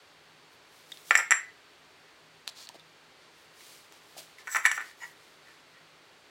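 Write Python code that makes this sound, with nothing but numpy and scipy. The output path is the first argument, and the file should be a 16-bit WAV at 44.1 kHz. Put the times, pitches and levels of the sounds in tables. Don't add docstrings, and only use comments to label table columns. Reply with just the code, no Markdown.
import sys
import numpy as np
from scipy import signal
from scipy.io import wavfile

SR = 44100
rng = np.random.default_rng(int(sys.argv[2]) if len(sys.argv) > 2 else 0)


def persist_wave(psi):
    counts = np.round(np.clip(psi, -1, 1) * 32767).astype(np.int16)
    wavfile.write(sys.argv[1], SR, np.atleast_2d(counts).T)


N = 277830
CUTOFF_HZ = 15900


def from_db(db):
    return 10 ** (np.asarray(db) / 20)


def rms_one(x):
    return x / np.sqrt(np.mean(x ** 2) + 1e-20)


def at_hz(points, hz):
    freqs, values = np.transpose(points)
    return np.interp(np.log(hz), np.log(freqs), values)


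def butter(x, hz, kind, order=2):
    return signal.sosfilt(signal.butter(order, hz, kind, fs=SR, output="sos"), x)


def add(out, s, sound):
    start = int(round(s * SR))
    out[start:start + len(sound)] += sound[:len(out) - start]


def ring(force, hz, t60):
    r, w = from_db(-60 / (t60 * SR)), 2 * np.pi * hz / SR
    return signal.lfilter([0, np.sin(w)], [1, -2 * r * np.cos(w), r * r], force + 1e-18)


def wavering_tones(rows):
    out = np.zeros(N)
    for hz, width_hz, db in rows:
        t60 = np.log(1000) / (np.pi * width_hz)
        narrow = ring(rng.standard_normal(N), hz, t60)
        out += from_db(db) * rms_one(ring(narrow, hz, t60))
    return out


def noise_bands(size):
    edges = np.concatenate([np.geomspace(22, 2000, 16)[:-1], np.geomspace(2000, 17500, 14)])
    white = rng.standard_normal((2, size))
    return [(np.sqrt(lo * hi), butter(white[k % 2], [lo, hi], "band", order=3))
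            for k, (lo, hi) in enumerate(zip(edges, edges[1:]))]


def friction(colour, level_db, tilt_db, grain_db, pivot_hz=6000):
    bands = [(hz, from_db(at_hz(colour, hz)) * band) for hz, band in noise_bands(N) if hz > colour[0][0]]
    rms = np.sqrt(sum(np.var(band) for hz, band in bands))
    hiss = sum(band * from_db(tilt_db * np.log2(hz / pivot_hz)) for hz, band in bands) / rms
    grain = rms_one(butter(rng.standard_normal(N), 250, "low"))
    return hiss * from_db(level_db + grain_db * grain)


def strokes(rows, rise_share, roundness, end_db=-20):
    t, powers = np.arange(N) / SR, []
    for s, length, db, *_ in rows:
        away = np.maximum((s - t) / rise_share, (t - s) / (1 - rise_share)) / length
        powers.append(from_db(db + end_db * np.minimum(away, 4) ** roundness) ** 2)
    return np.array(powers)


def blend(powers, rows, rest_db, rest_colour):
    rest = from_db(rest_db) ** 2
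    total = powers.sum(axis=0) + rest
    colours = np.array([row[3] for row in rows])
    return 10 * np.log10(total), (colours @ powers + rest * rest_colour) / total


# f/Hz, relative density/dB
AIR_COLOUR = [(25, -16), (60, -14), (130, -6), (200, -11), (300, -3), (420, -3), (700, -4), (1650, -4),
              (4300, -9), (5500, -16), (8000, -20), (12000, -35), (14000, -32), (16000, -53)]
# f/Hz, width/Hz, level/dB
ROOM_HUMS = [(158.9, 8.7, -76.5), (414, 48, -76), (4560, 220, -76)]


def room_tone(air_db=-58, rumble_cut_hz=36):
    air = rms_one(sum(from_db(at_hz(AIR_COLOUR, hz)) * band for hz, band in noise_bands(N)))
    return from_db(air_db) * butter(air, rumble_cut_hz, "high") + wavering_tones(ROOM_HUMS)


# f/Hz, relative density/dB
RUB_COLOUR = [(300, 2.5), (800, -0.5), (1800, 0), (3000, 4), (4300, 6), (6500, 2), (9500, -0.5),
              (12000, -4.5), (14500, -6)]
# peak t/s, length/s, level/dB, tilt/(dB per octave)
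ARM_MOVES = [(.53, .1, -73, 8), (.77, .26, -63, 1.5), (0.96, 0.35, -58, 2), (1.121, 0.23, -49.5, 2.5),
             (3.24, 0.29, -69, -6), (3.4, 0.21, -65.5, 0), (3.678, 0.4, -54, 0.8), (3.944, .16, -60.5, -2),
             (4.165, 0.61, -62, 0.5), (4.185, 0.048, -44, 1), (4.211, 0.11, -53.5, 1),
             (4.402, 0.064, -56.5, -3), (4.865, 0.15, -55, -0.5), (5.042, 0.23, -58.5, 2.5),
             (5.254, 0.32, -65, -0.5), (5.497, 0.29, -65, -3)]


def sleeve_rustle():
    moves = strokes(ARM_MOVES, rise_share=.41, roundness=2.3)
    level_db, tilt_db = blend(moves, ARM_MOVES, rest_db=-74.5, rest_colour=2.5)
    return friction(RUB_COLOUR, level_db, tilt_db, grain_db=1.2)


# t/s, level/dB, f/Hz, t60/s, relative snap/dB
TAPS = [(.9190, -19, 1800, 0.0062, -7), (0.9214, -30.5, 3510, 0.018, -23), (.9730, -37, 3800, 0.006, -3),
        (2.4728, -35, 4540, 0.0063, -15), (2.477, -20, 4370, 0.0071, 5), (2.672, -32, 4130, 0.0075, -12),
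        (2.6900, -36, 2010, 0.007, 12), (2.6965, -39, 900, 0.03, -9), (2.7450, -38, 740, 0.012, -2),
        (2.753, -44.5, 690, 0.035, 0), (2.7582, -46, 300, .027, 3), (2.7967, -47.5, 3600, 0.04, 8),
        (3.607, -48, 2160, 0.025, -2), (3.924, -42.5, 750, .016, 11), (4.1660, -38.5, 750, 0.024, -18),
        (4.183, -47, 625, 0.12, 7), (4.3845, -40.5, 2130, 0.03, 5)]


def handling_taps(snap_t60=.0036, snap_band_hz=(1700, 5500), modes=8, detune=.059):
    out, t = np.zeros(N), np.arange(SR // 10) / SR
    for s, db, hz, t60, snap_db in TAPS:
        burst = rng.standard_normal(len(t)) * from_db(-60 * t / snap_t60)
        snap = butter(burst, snap_band_hz, "band", order=1)
        pitches = hz * np.exp(detune * rng.standard_normal(modes))
        signs = rng.choice([-1, 1], size=modes)
        cluster = signs @ np.sin(2 * np.pi * np.outer(pitches, t)) / np.sqrt(modes)
        body = cluster * from_db(-60 * t / t60)
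        add(out, s, from_db(db) * (body + from_db(snap_db) * snap))
    return butter(out, 200, "high")


# t/s, strength/dB, low-mode tilt/(dB per octave), high-mode gain/dB, touches, first gap/s
LANDINGS = [(1.1087, -1.5, -6, -12, 1, 0), (1.1532, -7.5, -.5, 1.5, 5, .0214),
            (1.3078, -4.5, -1, 2, 3, .0085), (4.4725, -19, -7.5, -10, 2, 0.0053),
            (4.5481, -11, -9, -10, 1, 0), (4.5566, -10, -6, -16, 2, .0045),
            (4.5659, -15, 0, -4.5, 2, 0.0039), (4.5843, -27, -11, -14, 1, 0), (4.6516, -25, 7, 0, 1, 0),
            (4.6530, -5, 8, -7.5, 2, 0.00046), (4.6588, -6.5, 8, -3.5, 2, .0039),
            (4.7148, -9.5, 0, -3, 1, 0), (4.7769, -20.5, -10, -6, 2, 0.0025),
            (4.8055, -25, -17.5, -17, 1, 0.017), (4.9120, -41, 0, -10, 1, 0.0092)]


def bounces(rebound=.64, loss_db=1.8, dulling_db=2.5):
    touches = []
    for s, db, tilt_db, high_db, count, gap in LANDINGS:
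        for k in range(count):
            touches.append((s, db - k * loss_db, tilt_db, high_db - k * dulling_db))
            s += gap * rebound ** k
    return touches


# f/Hz, gain at the first place on the rim/dB, gain at the second/dB, t60/s
JAR_MODES = [(253, -31, -39.5, 0.015), (544, -31, -35.5, 0.02), (955, -18, -52, 0.01),
             (1412, -11, -14, 0.0084), (1887, -5, -4, 0.011), (2235, -15.5, -24, 0.018),
             (2870, -57, -20.5, 0.013), (3300, -33, -22, 0.0074), (1070, -42, -41, .08),
             (1320, -36, -45, .07), (1401, -33, -46, .15), (1503, -40, -26, .12), (1595, -30, -26, .14),
             (1719, -30, -36, .13), (1778, -33, -26, .16), (1872, -31, -29, .12), (1991, -27, -40, .13),
             (2023, -38, -31, .12), (2146, -35, -37, .15), (2240, -43, -31, .11), (2346, -36, -44, .13),
             (2535, -44, -36, .1), (2663, -39, -45, .12), (2912, -46, -36, .08), (5724, -40, -36, .1),
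             (7413, -35, -41, .12), (7543, -37, -38, .1), (5330, -23, -71, 0.023), (5820, -22, -21, 0.054),
             (6500, -32, -20.5, 0.01), (7460, -17, -17, 0.018), (7790, -22.5, -21.5, 0.028),
             (9900, -29, -28, 0.015), (10540, -28, -25, 0.014), (13260, -28.5, -26, 0.012),
             (14200, -35, -37, 0.0059), (14800, -33, -38, .01)]


def bowl_on_jar(drag_db, drag_high_db, slips_per_s=720, second_place_s=3,
                soft_from_hz=1450, pivot_hz=1800, high_from_hz=4500):
    s, knock_db, tilt_db, high_db = np.transpose(bounces())
    slips = (rng.random(N) < slips_per_s / SR) * rng.choice([-1, 1], N)
    slips = slips * from_db(drag_db + 4 * rng.standard_normal(N))
    scatter_db = 6 * rng.standard_normal((len(s), len(JAR_MODES)))
    at_first_place = np.arange(N) < second_place_s * SR
    out = np.zeros(N)
    for k, (hz, first_db, second_db, t60) in enumerate(JAR_MODES):
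        high = hz > high_from_hz
        treble = np.clip(np.log(hz / soft_from_hz) / np.log(high_from_hz / soft_from_hz), 0, 1)
        colour_db = treble * high_db + (0 if high else tilt_db * np.log2(max(hz / pivot_hz, .5)))
        force = slips * from_db(drag_high_db if high else 0)
        force[np.round(s * SR).astype(int)] += from_db(knock_db + colour_db + scatter_db[:, k])
        force *= from_db(np.where(at_first_place, first_db, second_db))
        skirt = 1.1 if high else 1.784
        out += butter(ring(force, hz, t60), [hz / skirt, min(hz * skirt, CUTOFF_HZ)], "band")
    return butter(out, 400, "high")


# peak t/s, length/s, slip strength/dB, high-mode gain/dB
RIM_DRAGS = [(2.046, .16, -54, -19), (4.399, 0.053, -48, -13), (4.559, 0.14, -32.5, 4.5),
             (4.66, 0.067, -26.5, -6), (4.76, 0.11, -40.5, 5), (4.814, 0.095, -35, -10),
             (5.038, 0.066, -39, -11), (5.493, 0.19, -51.5, -16), (5.762, 0.14, -54, -18)]


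def rim_drag():
    powers = strokes(RIM_DRAGS, rise_share=.6, roundness=1.12)
    return blend(powers, RIM_DRAGS, rest_db=-100, rest_colour=-10)


def rim_hiss(drag_db, drag_high_db, relative_db=-15.5):
    return friction(RUB_COLOUR, drag_db + drag_high_db + relative_db, tilt_db=6, grain_db=3)


# f/Hz, relative density/dB
COUNTER_COLOUR = [(600, -3.5), (1300, -9), (2700, -8.5), (4200, 3.5), (5500, -3), (7500, -6.5),
                  (10000, -14.5), (12000, -19), (14500, -17)]
# peak t/s, length/s, level/dB
PUSHES = [(2.493, 0.019, -45.5), (2.612, 0.13, -49), (2.755, 0.041, -60)]


def counter_slide():
    power = strokes(PUSHES, rise_share=.51, roundness=3.6).sum(axis=0)
    return friction(COUNTER_COLOUR, 10 * np.log10(power + 1e-18), tilt_db=0, grain_db=1.5)


# (f/Hz, width/Hz, level/dB)
RIM_SQUEAKS = [(4.527, 0.014, [(6060, 700, -47), (7800, 300, -39.5), (14700, 500, -50)]),
               (5.034, 0.014, [(910, 250, -53), (1915, 42, -39), (2090, 340, -48.5), (2910, 140, -55.5),
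               (5120, 65, -62), (6350, 510, -65), (6840, 130, -56.5)])]


def rim_squeaks():
    t = np.arange(N) / SR
    return sum(np.exp(-.5 * ((t - s) / half) ** 2) * wavering_tones(tones)
               for s, half, tones in RIM_SQUEAKS)


# delay/s, gain
NEAR_ECHOES = [(.0022, .33), (.00505, .25), (.0079, .1), (.0125, .08)]
# f/Hz, t60/s
TAIL_T60 = [(300, 0.1), (2000, 0.32), (7500, 0.23), (14000, 0.33)]
# f/Hz, level/dB
TAIL_LEVEL = [(300, -4.5), (2000, -5.5), (7500, -6), (14000, -9.5)]


def kitchen(x, build_s=.0016):
    t, response = np.arange(SR // 2) / SR, 0
    for hz, band in noise_bands(len(t)):
        fade = from_db(-60 * t / at_hz(TAIL_T60, hz)) * (1 - np.exp(-t / build_s))
        response = response + from_db(at_hz(TAIL_LEVEL, hz)) * band * fade / np.linalg.norm(fade)
    for delay, gain in NEAR_ECHOES:
        add(response, delay, np.array([gain]))
    return signal.fftconvolve(x, response)[:N]


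def scene(tap_send_db=-7):
    drag_db, drag_high_db = rim_drag()
    jar = bowl_on_jar(drag_db, drag_high_db) + rim_squeaks()
    taps = handling_taps()
    room = kitchen(jar + from_db(tap_send_db) * taps)
    rubbing = rim_hiss(drag_db, drag_high_db) + sleeve_rustle() + counter_slide()
    return (jar + taps + room + rubbing + room_tone())[None]


def record(dry):
    lowpass = signal.ellip(10, .2, 70, CUTOFF_HZ, fs=SR, output="sos")
    return signal.sosfilt(lowpass, dry)


dry = scene()
out = record(dry)
persist_wave(out)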